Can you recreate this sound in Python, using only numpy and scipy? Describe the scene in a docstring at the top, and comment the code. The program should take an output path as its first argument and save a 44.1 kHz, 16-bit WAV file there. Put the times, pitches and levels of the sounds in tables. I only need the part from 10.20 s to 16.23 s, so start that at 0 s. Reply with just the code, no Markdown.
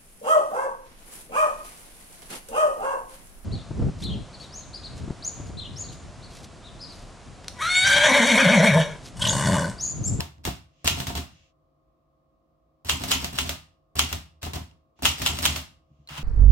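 """A portable manual typewriter on a wooden table, typed on in short bursts in a quiet, faintly humming room.
Type bars crack on the platen as damped modes and ring the frame; keys and space bar thump table and case modes.
Linkages rattle as showers of tiny contacts, the escapement clicks as filtered noise bursts, springs sing on.
At the end a hand starts to push the carriage lever: catches click and ping, rails grate."""
import sys
import numpy as np
from scipy import signal
from scipy.fft import rfft, irfft
from scipy.io import wavfile

SR = 44100
rng = np.random.default_rng(int(sys.argv[2]) if len(sys.argv) > 2 else 0)


def master(y):
    """Save y as 16-bit WAV."""
    cut = np.clip(np.atleast_2d(y).T, -1, 1)
    pcm = np.round(cut * 32767)  # scale
    wavfile.write(sys.argv[1], SR, pcm.astype(np.int16))


N = 265923
T = np.arange(SR * 3 // 4) / SR  # time axis of one event, s
STEP_S = 0.026  # the carriage moves on by one letter

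# Table levels are relative: each layer adds its own gain.
# letter keys: strike t/s, key travel/s, finger thump/dB, linkage/dB, key-bed thump/dB, crack/dB,
# frame ring/dB, rebound/dB, brightness/(dB per octave)
STRIKES = [(0.676, .032, -19.5, -27, -18.5, 2.5, -4, -11.5, -3.5),
           (2.696, 0.049, -31.5, -39.5, -20.5, -1, -1.5, -10.5, -7.5),
           (2.916, 0.037, -27, -29.5, -20, 0.5, -1, -7, -6.5),
           (3.187, 0.06, -27, -39, -24.5, -3, -3, -15, -8),
           (3.793, 0.039, -25, -32.5, -22.5, 3, -4.5, -13.5, -4),
           (4.854, .032, -20, -29, -24, 0.5, 1, -5, -8),
           (5.062, .043, -28.5, -34, -20.5, -2.5, 0, -4.5, -5),
           (5.254, 0.032, -24.5, -25.5, -20.5, 1, -2.5, -1.5, -5)]
# space bar pressed: t/s, click/dB, thump/dB, linkage/dB, travel to stop/s, clunk/dB
SPACE_DOWNS = [(0.2512, -17, -20, -34, 0.023, 1), (0.869, -20.5, -22, -37.5, .032, -14),
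               (4.2297, -23.5, -24, -38, .036, -9.5)]
# space bar let go: t/s, click/dB, thump/dB, clunk/dB
SPACE_UPS = [(0.952, -20.5, -24.5, -13), (4.334, -23.5, -25.5, -8)]
# catches of the carriage lever: t/s, click/dB, ping f/Hz, ping/dB
CATCHES = [(5.874, -43.5, 4140, -23), (5.8885, -43.5, 2960, -17), (5.9799, -29, 3000, -13.5)]
# platen under a type slug, nominal modes: f/Hz, level/dB, t60/s
PLATEN_MODES = [(1180, -15.5, 0.0037), (1460, -10, 0.0024), (3000, -8.5, 0.0037), (3800, -10, 0.0071),
                (7010, -2.5, 0.0054), (8770, 2.5, 0.0034), (13380, 2, 0.0011)]
# linkage spectrum: f/Hz, level/dB
LINKAGE_COLOUR = [(350, -39.5), (600, 3.5), (779, -3.5), (1680, -4.5), (3120, -2.5), (3680, -1),
                  (4780, -4.5), (7620, -7), (11200, -15.5), (12500, -9.5), (14900, -12.5), (16000, -13)]
# case spectrum: f/Hz, level/dB
CASE_COLOUR = [(35, -28.5), (70, 7), (130, 13), (260, 0), (380, 3.5), (490, -8), (680, -1.5), (1100, -4),
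               (1700, -12), (3000, -17.5), (8000, -43.5)]


def undb(db):
    """Decibels to gain."""
    return 10 ** (np.asarray(db) / 20)


def unit(x):
    """Scale to unit energy in each channel."""
    return x / np.sqrt(np.sum(x ** 2, axis=-1, keepdims=True))


def read(table, hz):
    """A table's value, interpolated on a log-frequency axis."""
    f, value = np.transpose(table)
    return np.interp(np.log(np.maximum(hz, 1)), np.log(f), value)


def colour(x, spectrum):
    """Filter by a (Hz, dB) spectrum."""
    size = x.shape[-1]
    gain = undb(read(spectrum, np.fft.rfftfreq(size, 1 / SR)))
    return irfft(rfft(x) * gain, size)


def add(track, s, piece):
    """Mix a piece into a track at time s."""
    i = max(int(s * SR), 0)
    track[..., i:i + piece.shape[-1]] += piece[..., :N - i]


def through(force, response):
    """Play a force through a stereo response."""
    return signal.fftconvolve(np.atleast_2d(force), response, axes=-1)[:, :N]


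def field(size, wide_hz=420):
    """Diffuse noise at two ports: alike in the bass, unrelated in the treble."""
    mid, side = rng.standard_normal((2, size))
    side = colour(side, [(wide_hz / 4, -13), (wide_hz, 0)])
    return np.array([mid + side, mid - side])


def mode(hz, t60, phase=0):
    """One exponentially decaying resonance."""
    return np.sin(2 * np.pi * hz * T + phase) * np.exp(-np.log(1000) * T / t60)


def chime(modes, t60, scatter_db=2):
    """Distinct modes, excited a little differently by every blow, in a random phase at each port."""
    out = 0
    for hz, db in modes:
        gain = undb(db + scatter_db * rng.standard_normal())
        out = out + gain * mode(hz, t60, 2 * np.pi * rng.random((2, 1)))
    return unit(out)


def tick(spectrum, decay_s):
    """The dry snap of a struck part: a decaying burst of coloured noise."""
    t = T[T < 0.05]
    snap = unit(colour(field(len(t)), spectrum) * np.exp(-t / decay_s))
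    return np.pad(snap, ((0, 0), (0, len(T) - len(t))))


def shower(rate, scatter_db):
    """Tiny contacts at random moments (rate per s), most of them faint; rms 1."""
    chance, size = rng.random(N), rng.exponential(size=N)
    contacts = (chance < rate / SR) * undb(scatter_db * np.minimum(size, 4))
    return np.sqrt(N) * unit(contacts * rng.choice([-1, 1], N))


def blows(times, db, contact_s):
    """Energy delivered by blows that each last a moment."""
    energy = np.zeros(N)
    for s, level_db in zip(times, db):
        add(energy, s, (undb(level_db) * unit(np.exp(-T / contact_s))) ** 2)
    return energy


def ring_out(energy, spectrum):
    """Countless close modes of machine and room store blow energy; each octave loses it at its own rate."""
    # decay of machine and room together: f/Hz, t60/s
    decay = [(100, 0.54), (400, 0.24), (1000, 0.36), (3000, 0.34), (7000, 0.31), (14000, 0.24)]
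    bins = rfft(np.sqrt(N) * unit(colour(field(N), spectrum)))
    octave = np.round(np.log2(np.maximum(np.fft.rfftfreq(N, 1 / SR), 64)))
    out = 0
    for k in np.unique(octave):
        loss = np.log(1e6) / (read(decay, 2 ** k) * SR)  # energy share lost per sample
        stored = signal.lfilter([loss], [1, loss - 1], energy + 1e-18)
        out = out + irfft(bins * (octave == k), N) * np.sqrt(stored)
    return out


def room(air_db=-68.5, hum_db=-1, waver_rad=0.26):
    """Still air as coloured noise and a faint hum of partials whose phases wander slowly."""
    # air spectrum: f/Hz, level/dB
    air_colour = [(15, -43.5), (25, -16), (53, 3), (120, -10), (149, 3), (175, -13), (317, -8.5),
                  (451, -18.5), (531, -10.5), (591, -19), (695, -14.5), (962, -27.5), (1100, -13.5),
                  (1520, -35.5), (4000, -40), (9500, -51), (16000, -46.5)]
    # hum partials: f/Hz, level/dB
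    hum = [(48.4, -81), (150.7, -87.5), (317.6, -79.5), (532.9, -79), (640.6, -77.5), (694.4, -81.5),
           (1039, -88), (1087, -80), (1136, -91), (1238, -86.5)]
    out = undb(air_db) * np.sqrt(N) * unit(colour(field(N), air_colour))
    t, knots = np.arange(N) / SR, np.linspace(0, N / SR, 40)
    for hz, db in hum:
        drift = np.interp(t, knots, np.cumsum(waver_rad * rng.standard_normal(len(knots))))
        port_phase = rng.random((2, 1)) * hz / 300
        out = out + undb(db + hum_db) * np.sqrt(2) * np.sin(2 * np.pi * hz * t + drift + port_phase)
    return out


def carriage(thud_db=24, slide_db=-1):
    """The hand nudges the lever, its catches ping and the carriage starts to grate along its rails."""
    # hand pushing on the lever: t/s, level/dB
    nudges = [(5.703, -46), (5.789, -46), (5.905, -33.5), (5.982, -26.5)]
    # carriage rocking on its rails: f/Hz, level/dB, t60/s
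    rocking_modes = [(71, 0.5, 0.41), (143.6, 8.5, 0.16), (210, -3, 0.16), (286, -9, 0.23)]
    # grating rail spectrum: f/Hz, level/dB
    rail_colour = [(180, -41), (300, -13.5), (470, -14), (978, -2.5), (1720, -7.5), (3400, -8), (4750, -13),
                   (14000, -26.5), (16000, -22.5)]
    # carriage sliding, envelope: t/s, level/dB
    rail_push = [(5.889, -43), (5.898, -42), (5.974, -37.5), (5.978, -34.5), (6.03, -46.5)]
    body = sum(undb(db) * mode(hz, t60) for hz, db, t60 in rocking_modes)
    body = unit(body * (1 - np.exp(-T / 0.0059)))
    out = np.zeros((2, N))
    for s, db in nudges:
        add(out, s, undb(db + thud_db) * body)
    for s, _, ping_hz, ping_db in CATCHES:
        add(out, s, undb(ping_db) * chime([(ping_hz, 0)], t60=0.045))
    push = undb(np.interp(np.arange(N) / SR, *np.transpose(rail_push), left=-120))
    grit = np.array([shower(rate=2700, scatter_db=0.0) for port in range(2)])
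    return out + undb(slide_db) * push * np.sqrt(N) * unit(colour(grit, rail_colour))


def incidentals(hard_db=-4, jiggle_s=0.0064, catch_ring_db=-1):
    """An earlier stroke ends, keys are lightly touched, faint treble hisses; the lever's catches click."""
    # end of an earlier stroke at the start, then light touches on the keys:
    # t/s, thump/dB, case clack re thump/dB, linkage/dB
    light_knocks = [(0.001, -25, 0.5, -24.5), (0.18, -37, -16, -63), (4.51, -49.5, -4.5, -60),
                    (4.791, -43, -0.5, -54)]
    # faint treble ringing or hiss between the bursts: t/s, length/s, level/dB
    hisses = [(.46, 0.77, -64.5), (1.053, 0.28, -65), (4.756, 0.19, -61.5), (5.64, 0.35, -80.5)]
    knocks = [(s, thump_db, clack_db, hard_db) for s, thump_db, clack_db, _ in light_knocks]
    rattles = [(s, jiggle_s, linkage_db) for s, _, _, linkage_db in light_knocks] + list(hisses)
    clicks = [(s, click_db, catch_ring_db) for s, click_db, _, _ in CATCHES]
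    return knocks, rattles, clicks


def springs(clicks, db=-7, t60=0.46):
    """Every click plucks the return springs, which sing on faintly."""
    # return springs: f/Hz, level/dB
    spring_modes = [(1230, -6.5), (1510, -14.5), (2700, -10), (2900, -8.5), (3198, -15), (3542, -19.5),
                    (3750, -18.5), (4350, -18.5), (4834, -17.5), (5383, -23)]
    out = np.zeros((2, N))
    for s, click_db, ring_db in clicks:
        add(out, s, undb(db + click_db + ring_db) * chime(spring_modes, t60, scatter_db=1.5))
    return out


def scrapes(key_db=19, space_db=5, decay_s=0.0037):
    """A lever scrapes out of its slot, short and bright; level follows the key's linkage or space bar's click."""
    # scraping steel spectrum: f/Hz, level/dB
    scrape_colour = [(2000, -24.5), (4000, -5), (7000, 0), (10000, 1), (14000, -0.5), (16000, -1.5)]
    starts = [(s - travel_s, linkage_db + key_db) for s, travel_s, _, linkage_db, *_ in STRIKES]
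    starts += [(s, click_db + space_db) for s, click_db, *_ in SPACE_DOWNS]
    out = np.zeros((2, N))
    for s, db in starts:
        scrape = unit(tick(scrape_colour, decay_s) * (1 - np.exp(-T / 0.0019)))
        add(out, s, undb(db) * scrape)
    return out


def linkages(rattles, rise_s=0.0032, dry_db=-3, ring_db=-2, faint_db=-55):
    """Levers gather speed and shower tiny contacts; the faintest entries become a smooth treble hiss."""
    # faint treble spectrum: f/Hz, level/dB
    hiss_colour = [(800, -17), (2800, 4), (4500, -3), (6800, -3), (9500, -25), (16000, -29.5)]
    motion, swell = np.zeros((2, N))
    for s, length_s, db in rattles:
        if db > faint_db:
            add(motion, s, undb(db) * (1 - np.exp(-T / rise_s)) * (T < length_s))
        else:
            add(swell, s, undb(db) * np.sin(np.pi * np.minimum(T / length_s, 1)))
    force = motion * shower(rate=1600, scatter_db=4.5)
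    dry_rattle = undb(dry_db) * through(force, tick(LINKAGE_COLOUR, decay_s=0.00083))
    ringing = undb(ring_db) * ring_out(motion ** 2, LINKAGE_COLOUR)
    hiss = swell * np.sqrt(N) * unit(colour(field(N), hiss_colour))
    return dry_rattle + ringing + hiss


def escapement(clicks, snap_db=13, ring_db=10, steel_db=5):
    """Pawls and catches snap and set the same small steel parts ringing every time."""
    out, force = np.zeros((2, N)), np.zeros(N)
    for s, db, own_ring_db in clicks:
        add(out, s, undb(db + snap_db) * tick(LINKAGE_COLOUR, decay_s=0.0028))
        force[int(s * SR)] = undb(db + own_ring_db)
    steel = unit(colour(field(len(T)), LINKAGE_COLOUR) * np.exp(-T / 0.025))
    times, db, own_ring_db = np.transpose(clicks)
    energy = blows(times, db + own_ring_db + ring_db, contact_s=0.0026)
    return out + undb(steel_db) * through(force, steel) + ring_out(energy, LINKAGE_COLOUR)


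def space_bar(slap_db=-4, rise_s=0.001):
    """The long bar meets its stops, down or up, with a dull clunk and slaps the case."""
    # space bar: f/Hz, level/dB, t60/s
    bar_modes = [(63, 7, 0.18), (123, -6, 0.11), (208, -2, 0.11), (336, 7.5, 0.05), (403, 7, 0.033),
                 (607, -9, .04), (735, 3, 0.082)]
    clunk = sum(undb(mode_db) * mode(hz, t60) for hz, mode_db, t60 in bar_modes)
    clunk = unit(clunk * (1 - np.exp(-T / rise_s)))
    stops = [(s + travel_s, db) for s, *_, travel_s, db in SPACE_DOWNS]
    stops += [(s + STEP_S, db) for s, *_, db in SPACE_UPS]
    out = np.zeros((2, N))
    for s, db in stops:
        add(out, s, undb(db) * (clunk + undb(slap_db) * tick(CASE_COLOUR, decay_s=0.016)))
    return out


def space_presses(ring_db=6.0, clack_db=-6, hard_db=-1.5, stop_db=-4, stop_clack_db=1, stop_hard_db=1,
                  rattle_s=0.039, slack_s=0.016, slack_db=-44):
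    """The thumb takes up the slack, trips the pawl and drives the space bar rattling down to its stop."""
    knocks, rattles, clicks = [], [], []
    for s, click_db, thump_db, linkage_db, travel_s, _ in SPACE_DOWNS:
        knocks.append((s, thump_db, clack_db, hard_db))
        knocks.append((s + travel_s, thump_db + stop_db, stop_clack_db, stop_hard_db))
        rattles += [(s - slack_s, slack_s, slack_db), (s, rattle_s, linkage_db)]
        clicks.append((s, click_db, ring_db))
    return knocks, rattles, clicks


def space_releases(ring_db=4, clack_db=-1, hard_db=-14, slide_db=-11, stop_db=-1, stop_clack_db=-1.5,
                   stop_hard_db=5, catch_db=-4):
    """The bar rises, the pawl lets go, the carriage runs on one step and is caught."""
    knocks, rattles, clicks = [], [], []
    for s, click_db, thump_db, _ in SPACE_UPS:
        knocks.append((s, thump_db, clack_db, hard_db))
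        knocks.append((s + STEP_S, thump_db + stop_db, stop_clack_db, stop_hard_db))
        rattles.append((s, STEP_S, click_db + slide_db))
        clicks += [(s, click_db, ring_db), (s + STEP_S, click_db + catch_db, ring_db)]
    return knocks, rattles, clicks


def key_returns(rest_clack_db=-7, rest_hard_db=1.5, step_db=-4, step_clack_db=-2, step_hard_db=4.0,
                fall_s=0.044, fall_db=-37):
    """The bar falls back, the key knocks on its rest, then the escapement clicks and jolts the carriage."""
    # keys coming up: escapement click t/s, click/dB, ring/dB, time since key hit its rest/s, thump/dB
    returns = [(0.8015, -18, 5, 0.029, -21), (2.8371, -17.5, 5, 0.031, -21), (3.0444, -14, 2, 0.018, -23),
               (3.2927, -13.5, 3.5, .042, -24), (3.9279, -13.5, 0.5, 0.013, -24),
               (5.018, -17, 6.5, .018, -22.5), (5.188, -17.5, 4, .058, -24.5),
               (5.3613, -18, 6.5, 0.014, -26)]
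    knocks, rattles, clicks = [], [], []
    for s, click_db, ring_db, lead_s, thump_db in returns:
        knocks.append((s - lead_s, thump_db, rest_clack_db, rest_hard_db))
        knocks.append((s, thump_db + step_db, step_clack_db, step_hard_db))
        rattles.append((s - fall_s, fall_s, fall_db))
        clicks.append((s, click_db, ring_db))
    return knocks, rattles, clicks


def key_presses(finger_clack_db=-5, finger_hard_db=3.5, shake_db=-26, shake_clack_db=-6, shake_hard_db=3,
                bed_clack_db=-13, bed_hard_db=1.5, bottom_s=0.028, swing_s=0.01, swing_db=-26):
    """The finger lands, the linkage rattles and speeds up, the strike shakes the machine, the key hits its bed."""
    knocks, rattles = [], []
    for s, travel_s, finger_db, linkage_db, bed_db, *_ in STRIKES:
        knocks.append((s - travel_s, finger_db, finger_clack_db, finger_hard_db))
        knocks.append((s, shake_db, shake_clack_db, shake_hard_db))
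        knocks.append((s + bottom_s, bed_db, bed_clack_db, bed_hard_db))
        rattles.append((s - travel_s, travel_s, linkage_db))
        rattles.append((s - swing_s, swing_s, swing_db))  # last, fastest part of the bar's swing
    return knocks, rattles, []


def key_stops(knocks, thump_db=21, boom_db=17, clack_db=15, case_modes_db=15, case_ring_db=17,
              spread_rad=0.11, rise_s=0.011):
    """Each stop shakes the table and clacks in the case; hardness tilts the blow to higher table modes."""
    # machine on its feet and the table top: f/Hz, level/dB, t60/s
    table_modes = [(61, -12.5, 0.31), (78.15, 10, 0.18), (133, 0.5, 0.19), (162.9, -16, 0.59),
                   (195.9, -10.5, 0.32), (261, -4, 0.19), (352, -16, 0.051), (387, -14, 0.14)]
    # cast case and key bed: f/Hz, level/dB
    case_modes = [(699, 3.5), (770, -14), (915, -0.5), (1012, -3.5), (1090, -5.5)]
    # table and room boom spectrum: f/Hz, level/dB
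    boom_colour = [(30, -21), (55, -9), (75, 8), (110, -10), (150, -9), (260, -7), (380, -18), (500, -28.5),
                   (1500, -56)]
    mode_hz, mode_db, _ = np.transpose(table_modes)
    # higher table modes reach the two ports further out of step
    ports = np.array([[1], [-1]])
    shapes = np.array([mode(hz, t60, spread_rad * hz / 100 * ports * (-1) ** k)
                       for k, (hz, _, t60) in enumerate(table_modes)])
    shapes = shapes * (1 - np.exp(-T / rise_s))
    out = np.zeros((2, N))
    for s, db, own_clack_db, hard_db in knocks:
        weights = undb(mode_db + hard_db * np.log2(mode_hz / mode_hz[0]))
        add(out, s, undb(db + thump_db) * unit(np.tensordot(weights, shapes, 1)))
        clack = undb(clack_db) * tick(CASE_COLOUR, decay_s=0.0097)
        clack = clack + undb(case_modes_db) * chime(case_modes, t60=0.22)
        add(out, s, undb(db + own_clack_db) * clack)
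    times, db, own_clack_db = np.transpose(knocks)[:3]
    case = ring_out(blows(times, db + own_clack_db + case_ring_db, contact_s=0.003), CASE_COLOUR)
    boom = ring_out(blows(times, db + boom_db, contact_s=0.018), boom_colour)
    return out + case + boom


def chatter(db=-3, start_s=0.012, gap_s=0.013, fade_db=-3, t60=0.011, count=6):
    """Shaken by a strike, neighbouring type bars clink in the basket, each softer than the last."""
    out = np.zeros((2, N))
    for s, *_, ring_db, _, _ in STRIKES:
        for k, (late, tune) in enumerate(rng.random((count, 2))):
            bar = [(hz * (0.85 + 0.3 * tune), mode_db) for hz, mode_db, _ in PLATEN_MODES[2:5]]
            clink = undb(db + ring_db + fade_db * k) * chime(bar, t60, scatter_db=5)
            add(out, s + start_s + gap_s * (k + late), clink)
    return out


def type_bars(crack_db=6, splash_db=-3, ring_db=10, modes_db=6, rise_s=0.00014, rebound_s=0.0085,
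              port_lag_s=0.00008):
    """The slug cracks on the platen, rebounds once and leaves the frame ringing."""
    # steel frame and type basket: f/Hz, level/dB
    frame_modes = [(1378, -4.5), (2210, -8), (2461, -5), (2564, -4.5), (2725, -6), (2842, -4.5),
                   (2930, -4.5), (3036, 1.5), (3166, -6.5), (3227, -0.5), (3496, -3.5), (3970, -7),
                   (4180, -8), (5130, -13.5), (5620, -14.5), (6470, -11.5)]
    # frame spectrum: f/Hz, level/dB
    frame_colour = [(180, -31), (300, -13), (494, -18), (900, -7.5), (978, -7), (1080, -7.5), (1690, -17.5),
                    (1900, -9.5), (2700, -8.5), (2930, -5.5), (4590, -11.5), (6620, -11), (9240, -19.5),
                    (13800, -19.5), (16000, -23)]
    out = np.zeros((2, N))
    for s, *_, db, own_ring_db, rebound_db, bright_db in STRIKES:
        detune = 1 + 0.026 * rng.standard_normal(len(PLATEN_MODES))  # every strike differs a little
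        crack = 0
        for k, (hz, mode_db, t60) in enumerate(PLATEN_MODES):
            gain = undb(mode_db + bright_db * np.log2(hz / 3000))
            crack = crack + (-1) ** k * gain * mode(hz * detune[k], t60)
        crack = unit(crack * (1 - np.exp(-T / rise_s)))  # ribbon and paper cushion the blow
        ports = np.array([crack, np.roll(crack, int(port_lag_s * SR))])
        splash = undb(splash_db) * tick(frame_colour, decay_s=0.0038)
        add(out, s, undb(db + crack_db) * (ports + splash))
        late_s = rebound_s * (1 + 0.057 * rng.standard_normal())
        rebound = 0.5 * ports + tick(frame_colour, decay_s=0.0006)
        add(out, s + late_s, undb(db + crack_db + rebound_db) * rebound)
        frame_ring = chime(frame_modes, t60=0.21, scatter_db=1.0)
        add(out, s, undb(db + own_ring_db + modes_db) * frame_ring)
    times, *_, db, own_ring_db, _, _ = np.transpose(STRIKES)
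    energy = blows(times, db + own_ring_db + ring_db, contact_s=0.00085)
    return out + ring_out(energy, frame_colour)


def shell(x, dip_db=-1.0):
    """The sheet-metal shell lifts the sound at each of its resonances, over a slight overall dip."""
    # shell resonances: f/Hz, width/Hz, lift re the dip/dB
    resonances = [(1358, 14, 2), (2090, 54, 2), (2797, 200, 4.5), (3300, 220, 3), (5160, 110, 2.5),
                  (5440, 60, 3), (6610, 68, 4)]
    hz = np.fft.rfftfreq(N, 1 / SR)
    peaks = sum((undb(lift_db) - 1) / (1 + 2j * (hz - centre_hz) / width_hz)
                for centre_hz, width_hz, lift_db in resonances)
    return irfft(rfft(x) * undb(dip_db) * (1 + peaks), N)


def scene():
    """Knocks, rattles and clicks of all movements drive the sounding parts."""
    # knocks: t/s, thump/dB, clack/dB, hardness/(dB per octave)
    # rattles: t/s, length/s, level/dB; clicks: t/s, level/dB, ring/dB
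    movements = key_presses(), key_returns(), space_presses(), space_releases(), incidentals()
    knocks, rattles, clicks = (sum(rows, []) for rows in zip(*movements))
    metal = type_bars() + chatter() + escapement(clicks) + linkages(rattles) + scrapes() + carriage()
    return shell(metal) + springs(clicks) + key_stops(knocks) + space_bar() + room()


def record(dry, low_cut_hz=38, top_hz=15900):
    """The microphone sheds the deepest bass, peaks clip at full scale and the top is cut steeply."""
    low_cut = signal.butter(2, low_cut_hz, "high", fs=SR, output="sos")
    top_cut = signal.ellip(10, 0.2, 80, top_hz, fs=SR, output="sos")
    sound = np.clip(signal.sosfilt(low_cut, dry), -1, 1)
    return signal.sosfilt(top_cut, sound)


dry = scene()
out = record(dry)
master(out)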